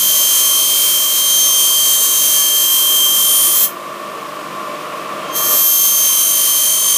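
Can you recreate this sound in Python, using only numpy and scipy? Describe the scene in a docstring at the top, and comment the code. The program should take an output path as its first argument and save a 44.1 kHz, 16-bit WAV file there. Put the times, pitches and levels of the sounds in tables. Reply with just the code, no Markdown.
"""A blade already hisses and whines on a spinning sharpening wheel, lifts off, and later touches down again.
The hiss is noise written round the rim, so it is nearly alike in every turn, plus fresh chips that are not.
The whine is four harmonics of the rate at which 64 segments pass the edge, with sidebands at the turning rate.
Stirred air, a resonant guard, shaft hum and a fine rim hiss run throughout; the first three swell slowly from late
in the first pass until just after the second touch. One microphone; the hiss echoes briefly in a small room."""
import sys
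import numpy as np
from scipy import signal
from scipy.fft import rfft, irfft, next_fast_len
from scipy.io import wavfile
from scipy.ndimage import map_coordinates

SR = 44100
rng = np.random.default_rng(int(sys.argv[2]) if len(sys.argv) > 2 else 0)


def dump_mix(stems):
    """Bounce the given channels to the path in sys.argv[1] as a 16-bit WAV at rate SR."""
    frames = np.atleast_2d(stems).T  # one column per channel
    limited = np.clip(frames, -1, 1)  # hard clip at full scale
    pcm = np.round(limited * 32767).astype(np.int16)
    wavfile.write(sys.argv[1], SR, pcm)


N = 307377
TIME = np.arange(N) / SR  # s
SEGMENTS = 64
TOP_HZ = 15330  # upper band limit

# passes of the blade, the first begun before the start, the second outlasting the end: (touch [s], lift [s])
PASSES = [(-1.0964, 3.648), (5.363, 9.0)]
# each stroke draws the edge from heel to tip, which tilts the hiss and changes the flutter of the whine:
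# (time since the touch [s], low band of the hiss [relative dB], top band of the hiss [relative dB],
#  flutter of the 1st harmonic [dB], flutter of the overtones [dB, before their weighting by order])
STROKE = [(0, -4, 3.5, -44, -37), (.35, -4.7, 5.5, -44, -32), (.85, -3.3, 4.5, -30, -27.5),
          (1.2, -3.5, 3, -30, -25), (1.7, -4.3, 1.5, -30.5, -29), (2.7, -4, 2.1, -40, -26),
          (4.1, -6, 1.3, -44, -31), (4.45, -5.5, 3, -34, -32), (4.72, -5, 7, -36, -34)]


def amp(db):
    """Amplitude ratio: 20 dB is a factor of ten."""
    return 10 ** (np.asarray(db) / 20)


def unit(x):
    """Normalization of a signal to an rms of 1."""
    return x / np.sqrt(np.mean(x ** 2) + 1e-20)


def along(points, hz):
    """Spectral envelope: (frequency [Hz], value) points joined on a logarithmic frequency axis."""
    f, v = np.transpose(points)
    return np.interp(np.log(hz + 1), np.log(f + 1), v)


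def curves(rows, at=TIME):
    """Linear interpolation in time of each column after the first."""
    s, *cols = np.transpose(rows)
    return [np.interp(at, s, c) for c in cols]


def wobble(rate):
    """Slow random modulation: a smooth curve through `rate` random knots a second."""
    knots = rng.standard_normal(int(N * rate / SR) + 4)
    return map_coordinates(knots, [np.arange(N) * rate / SR])


def filtered(x, response):
    """Linear filtering: the spectrum of x times a response of frequency."""
    m = next_fast_len(N + SR // 4)
    return irfft(rfft(x, m) * response(np.fft.rfftfreq(m, 1 / SR)), m)[..., :N]


def echoes(x, t60, wet_db):
    """Reverberation: convolution with noise that decays by 60 dB in t60 seconds, added to the direct sound."""
    t = np.arange(SR // 3) / SR
    tail = rng.standard_normal(len(t)) * amp(-60 * t / t60) * (t > .002)
    return x + amp(wet_db) * signal.fftconvolve(x, tail / np.linalg.norm(tail))[:N]


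def wheel_turns():
    """Rotation angle as the integral of speed: the wheel slows under load and recovers as the hand eases off."""
    free_turns_per_s, sag_turns_per_s = 49.66, .263
    slow_down_s, speed_up_s = .75, .4
    load = 0
    for touch, lift in PASSES:
        times = [touch, touch + slow_down_s, lift - speed_up_s / 2, lift + speed_up_s / 2]
        load = load + np.interp(TIME, times, [0, 1, 1, 0])
    return np.cumsum(free_turns_per_s - sag_turns_per_s * load) / SR


def contact_db(attack_s, release_s):
    """Exponential onset and decay: 0 dB in contact, 60 dB less one attack before and one release after."""
    gates = []
    for touch, lift in PASSES:
        away = np.maximum((touch - TIME) / attack_s, (TIME - lift) / release_s)
        gates.append(-60 * np.maximum(0, away))
    return np.max(gates, axis=0)


def stroke_time():
    """Clock of the stroke: seconds since the touch of the nearer pass."""
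    (first_touch, first_lift), (second_touch, _) = PASSES
    return TIME - np.where(TIME < (first_lift + second_touch) / 2, first_touch, second_touch)


def shaft_tone(turns, multiple, drift):
    """Shaft-order tone: a sine of rms 1 locked to the rotation, its phase drifting by about `drift` radians."""
    phase = 2 * np.pi * (multiple * turns + rng.random())
    return np.sqrt(2) * np.sin(phase + drift * wobble(2.92))


def rim_trace(turns, memory, size=1024):
    """Nearly periodic noise: `size` random points round the rim, renewed gradually over `memory` turns."""
    tracks = rng.standard_normal((int(turns[-1]) + 4, size))
    blend = signal.windows.gaussian(81, memory)
    tracks = signal.fftconvolve(tracks, blend[:, None], "same", axes=0)
    return unit(map_coordinates(tracks.ravel(), [(turns + 1) * size]))


def rim_patches(turns, count=40):
    """Periodic modulation: coarse, smooth patches that come back with every turn."""
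    return unit(map_coordinates(rng.standard_normal(count), [turns % 1 * count], mode="grid-wrap"))


def rim_air(level_db=-44):
    """Broadband flow noise: air hisses evenly along the spinning rim."""
    # spectrum of the rim hiss: (frequency [Hz], relative density [dB per Hz])
    rim_spectrum = [(1000, -30), (5000, 0), (8000, 0.5), (15000, -2)]
    noise = rng.standard_normal(N)
    return amp(level_db) * unit(filtered(noise, lambda hz: amp(along(rim_spectrum, hz)) * (hz < TOP_HZ)))


def drone_swell():
    """Slow crescendo: over three seconds, from before the lift to just after the next touch, then a quick drop."""
    peak_s, rise_s, fall_s = 5.52, 3, 0.17
    return np.interp(TIME - peak_s, [-rise_s, 0, fall_s], [0, 1, 0])


def stirred_air(swell, level_db=-38.5, swell_db=8):
    """Turbulence noise: the wheel stirs the air into a broad rush."""
    # spectrum of the stirred air: (frequency [Hz], relative density [dB per Hz])
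    air_spectrum = [(25, -42), (70, -23), (110, -13), (160, -1), (300, -0.5), (480, -3), (800, -5),
                    (1500, -1), (2100, -3.5), (2700, -2.5), (4200, -11), (8000, -19.5), (15000, -26)]
    air = unit(filtered(rng.standard_normal(N), lambda hz: amp(along(air_spectrum, hz))))
    return amp(level_db + swell_db * swell) * air


def wheel_guard(turns, swell, level_db=-32.5, swell_db=8.5, locked_db=-4):
    """Forced resonance: buffeting air, partly repeating with each turn, rings the modes of the guard."""
    # resonances of the guard: (centre [Hz], width [Hz], relative level [dB])
    modes = [(337, 37, -9.5), (459, 35, -8.5), (614.5, 57.6, -3.5), (1050, 59.6, -0.5), (1162, 68, 0.5),
             (1406, 40, -9)]
    # the guard radiates mainly in the middle range: (frequency [Hz], relative level [dB])
    skirts = [(60, -48), (280, 1.5), (1400, -2.5), (3000, -20)]

    def response(hz):
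        """Sum of second-order band-pass resonances of alternating sign."""
        ring = 0
        for k, (centre, width, db) in enumerate(modes):
            damping = 1j * hz * width
            ring = ring + (-1) ** k * amp(db) * damping / (centre * centre - hz * hz + damping)
        return ring * amp(along(skirts, hz))

    buffet = rng.standard_normal(N) + amp(locked_db) * rim_trace(turns, memory=3.15)
    return amp(level_db + swell_db * swell) * unit(filtered(buffet, response))


def shaft_hum(turns, swell, level_db=-1.8, swell_db=6):
    """Harmonic series of rotation: motor and shaft hum at whole multiples of the turning rate."""
    # orders of the hum: (multiple of the turning rate, level before the common gain [dB])
    orders = [(3, -53.5), (4, -50), (5, -56), (6, -52), (7, -55), (8, -56), (12, -52.5), (23, -42.5),
              (36, -49), (46, -54)]
    hum = 0
    for multiple, db in orders:
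        hum = hum + amp(db + 2.25 * wobble(4.9)) * shaft_tone(turns, round(multiple), drift=0.42)
    return amp(level_db + swell_db * swell) * hum


def machine(turns):
    """Superposition of the running machine's sources under one common swell."""
    swell = drone_swell()
    return stirred_air(swell) + wheel_guard(turns, swell) + shaft_hum(turns, swell)


def whine(turns, drift=0.25, tremor_db=.6, wander=0.57, waver_db=0.44):
    """Siren principle: segments strike the edge in turn; a low spot eases contact once a turn, making sidebands."""
    # sidebands of the flutter: (offset from the harmonic [multiples of the turning rate],
    # relative level at the 1st harmonic [dB], relative level at the overtones [dB])
    sidebands = [(-3, -9, -9), (-2, -15, -6), (-1, 0, -3), (1, -13, -9), (2, -15, -15)]
    # level of each harmonic, one curve a pass, before gating and wavering: (time [s], level [dB])
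    first_levels = [
        [(0.04, -21.5), (0.62, -18.5), (1.14, -20.0), (1.22, -18.5), (1.82, -16.5), (2.09, -22.0),
         (2.99, -15.5), (3.32, -18.5), (3.62, -27)],
        [(5.41, -27), (6.11, -24.5), (6.31, -26.5), (6.51, -22.0), (6.81, -25.5), (6.91, -23.0)],
    ]
    second_levels = [
        [(0.04, -26), (0.41, -19), (0.94, -28.5), (1.49, -16), (1.72, -22.5), (2.37, -18.5), (2.87, -29.5),
         (2.94, -24.5), (3.62, -29)],
        [(5.41, -26), (6.11, -16.5), (6.44, -23.0), (6.71, -20), (6.81, -23), (6.91, -18.5)],
    ]
    third_levels = [
        [(0.04, -38), (0.29, -22.5), (1.19, -32), (1.32, -24), (2.19, -25.0), (2.94, -32), (3.37, -18),
         (3.52, -20), (3.62, -35.5)],
        [(5.41, -38.5), (5.69, -25.5), (5.89, -25), (6.91, -20)],
    ]
    fourth_levels = [
        [(0.04, -25), (0.94, -32.5), (2.04, -29.0), (2.14, -36.0), (2.69, -19), (2.87, -23), (3.47, -21),
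         (3.62, -27)],
        [(5.41, -22), (5.64, -13.5), (6.24, -27), (6.76, -30.5), (6.91, -39.0)],
    ]
    siren_db = -56  # the segments whistle faintly even with no blade on them
    approach_s, ring_off_s = 0.4, 0.18  # 60 dB times; the whine starts as the edge nears the wheel

    _, _, first_db, upper_db = curves(STROKE, stroke_time())
    low_spot = 2 * np.pi * (turns + rng.random())
    first_dip = amp(first_db) * sum(amp(db) * np.exp(1j * step * low_spot) for step, db, _ in sidebands)
    upper_dip = amp(upper_db) * sum(amp(db) * np.exp(1j * step * low_spot) for step, _, db in sidebands)
    out = amp(siren_db) * shaft_tone(turns, SEGMENTS, drift)
    # the higher the overtone, the later it starts and the more it wavers; above the second, its dip weakens
    for k, levels in enumerate([first_levels, second_levels, third_levels, fourth_levels], 1):
        phase = 2 * np.pi * (k * SEGMENTS * turns + rng.random()) + k * drift * wobble(3.8)
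        level_db = curves(np.vstack(levels))[0] + k * waver_db * wobble(7)
        dip = first_dip if k == 1 else upper_dip * np.sqrt(2 / k)
        dip = dip * np.exp(1j * k * wander * wobble(2.02))
        gate = amp(contact_db(approach_s / k, ring_off_s))
        strength = gate * (amp(level_db + tremor_db * wobble(22)) - dip)
        out += np.sqrt(2) * np.real(strength * np.exp(1j * phase))
    return out


def tip_level_db(level_db=-21, rise_s=.7, fall_s=.1):
    """Exponential growth: the thin tip rings ever louder until it leaves the wheel; 60 dB rise and fall times."""
    away = [np.maximum((lift - TIME) / rise_s, (TIME - lift) / fall_s) for _, lift in PASSES]
    return level_db - 60 * np.min(away, axis=0)


def grit_scratch(turns, hand_sway=0.0042, fresh_db=-7.0):
    """Friction noise: a grit pattern repeating with the wheel, and fresh chips that do not repeat."""
    # spectrum of the grit on the blade: (frequency [Hz], relative density [dB per Hz])
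    grit_spectrum = [(60, -71), (1300, -15), (2200, -13.5), (3400, -9), (4300, -5), (5000, -6),
                     (5600, -2.5), (7200, 0), (8800, -0.5), (10000, -1.5), (11300, 0.5), (13000, 4),
                     (13800, -3.5), (15000, 2)]
    contact = turns + hand_sway * wobble(3)  # the hand shifts the contact along the rim, in turns
    scratch = rim_trace(contact, memory=6.45) + amp(fresh_db) * rng.standard_normal(N)
    scratch = scratch * amp(1.35 * rim_patches(contact))
    return filtered(scratch, lambda hz: amp(along(grit_spectrum, hz)) * (hz < TOP_HZ))


def hiss(turns, tremor_db=0.55, tip_hz=14900, tip_width_hz=550, middle_db=-1.83, unsteady_db=.3):
    """Band-weighted friction noise: hand pressure sets its level, the blade's angle its colour."""
    # level following the pressure of the hand, one curve a pass, before gating and colour: (time [s], level [dB])
    pressure = [
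        [(0.04, -20.0), (0.87, -19.5), (1.09, -21.5), (1.44, -20), (1.52, -21.0), (2.42, -19.0), (2.49, -20.5),
         (2.82, -19.5), (3.62, -21.5)],
        [(5.41, -24.0), (5.54, -21.5), (5.66, -22.5), (6.49, -21.5), (6.61, -20.0), (6.81, -23), (6.91, -19.5)],
    ]
    bite_s, lift_s = .11, .135  # the hiss rises and dies by 60 dB in these times
    level_db = curves(np.vstack(pressure))[0] + contact_db(bite_s, lift_s) + unsteady_db * wobble(7)
    low_db, top_db, _, _ = curves(STROKE, stroke_time())

    blade = grit_scratch(turns)
    low = filtered(blade, lambda hz: along([(5600, 0.99), (6800, 0.051)], hz))
    top = filtered(blade, lambda hz: along([(9500, 0.058), (11000, 0.95)], hz))
    middle = blade - low - top
    colour = amp(low_db) * unit(low) + amp(middle_db) * unit(middle) + amp(top_db) * unit(top)
    tip = unit(filtered(top, lambda hz: 1 / (1 + 2j * (hz - tip_hz) / tip_width_hz)))
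    grinding = amp(level_db + tremor_db * wobble(30)) * colour + amp(tip_level_db()) * tip
    return echoes(grinding, t60=0.2, wet_db=-10.5)


def scene():
    """Superposition on one shaft angle; both channels carry the same signal."""
    turns = wheel_turns()
    mono = rim_air() + machine(turns) + whine(turns) + hiss(turns)
    return np.array([mono, mono])


def record(dry):
    """Band limitation: the recorder keeps nothing from TOP_HZ upward."""
    return filtered(dry, lambda hz: hz < TOP_HZ)


dry = scene()
out = record(dry)
dump_mix(out)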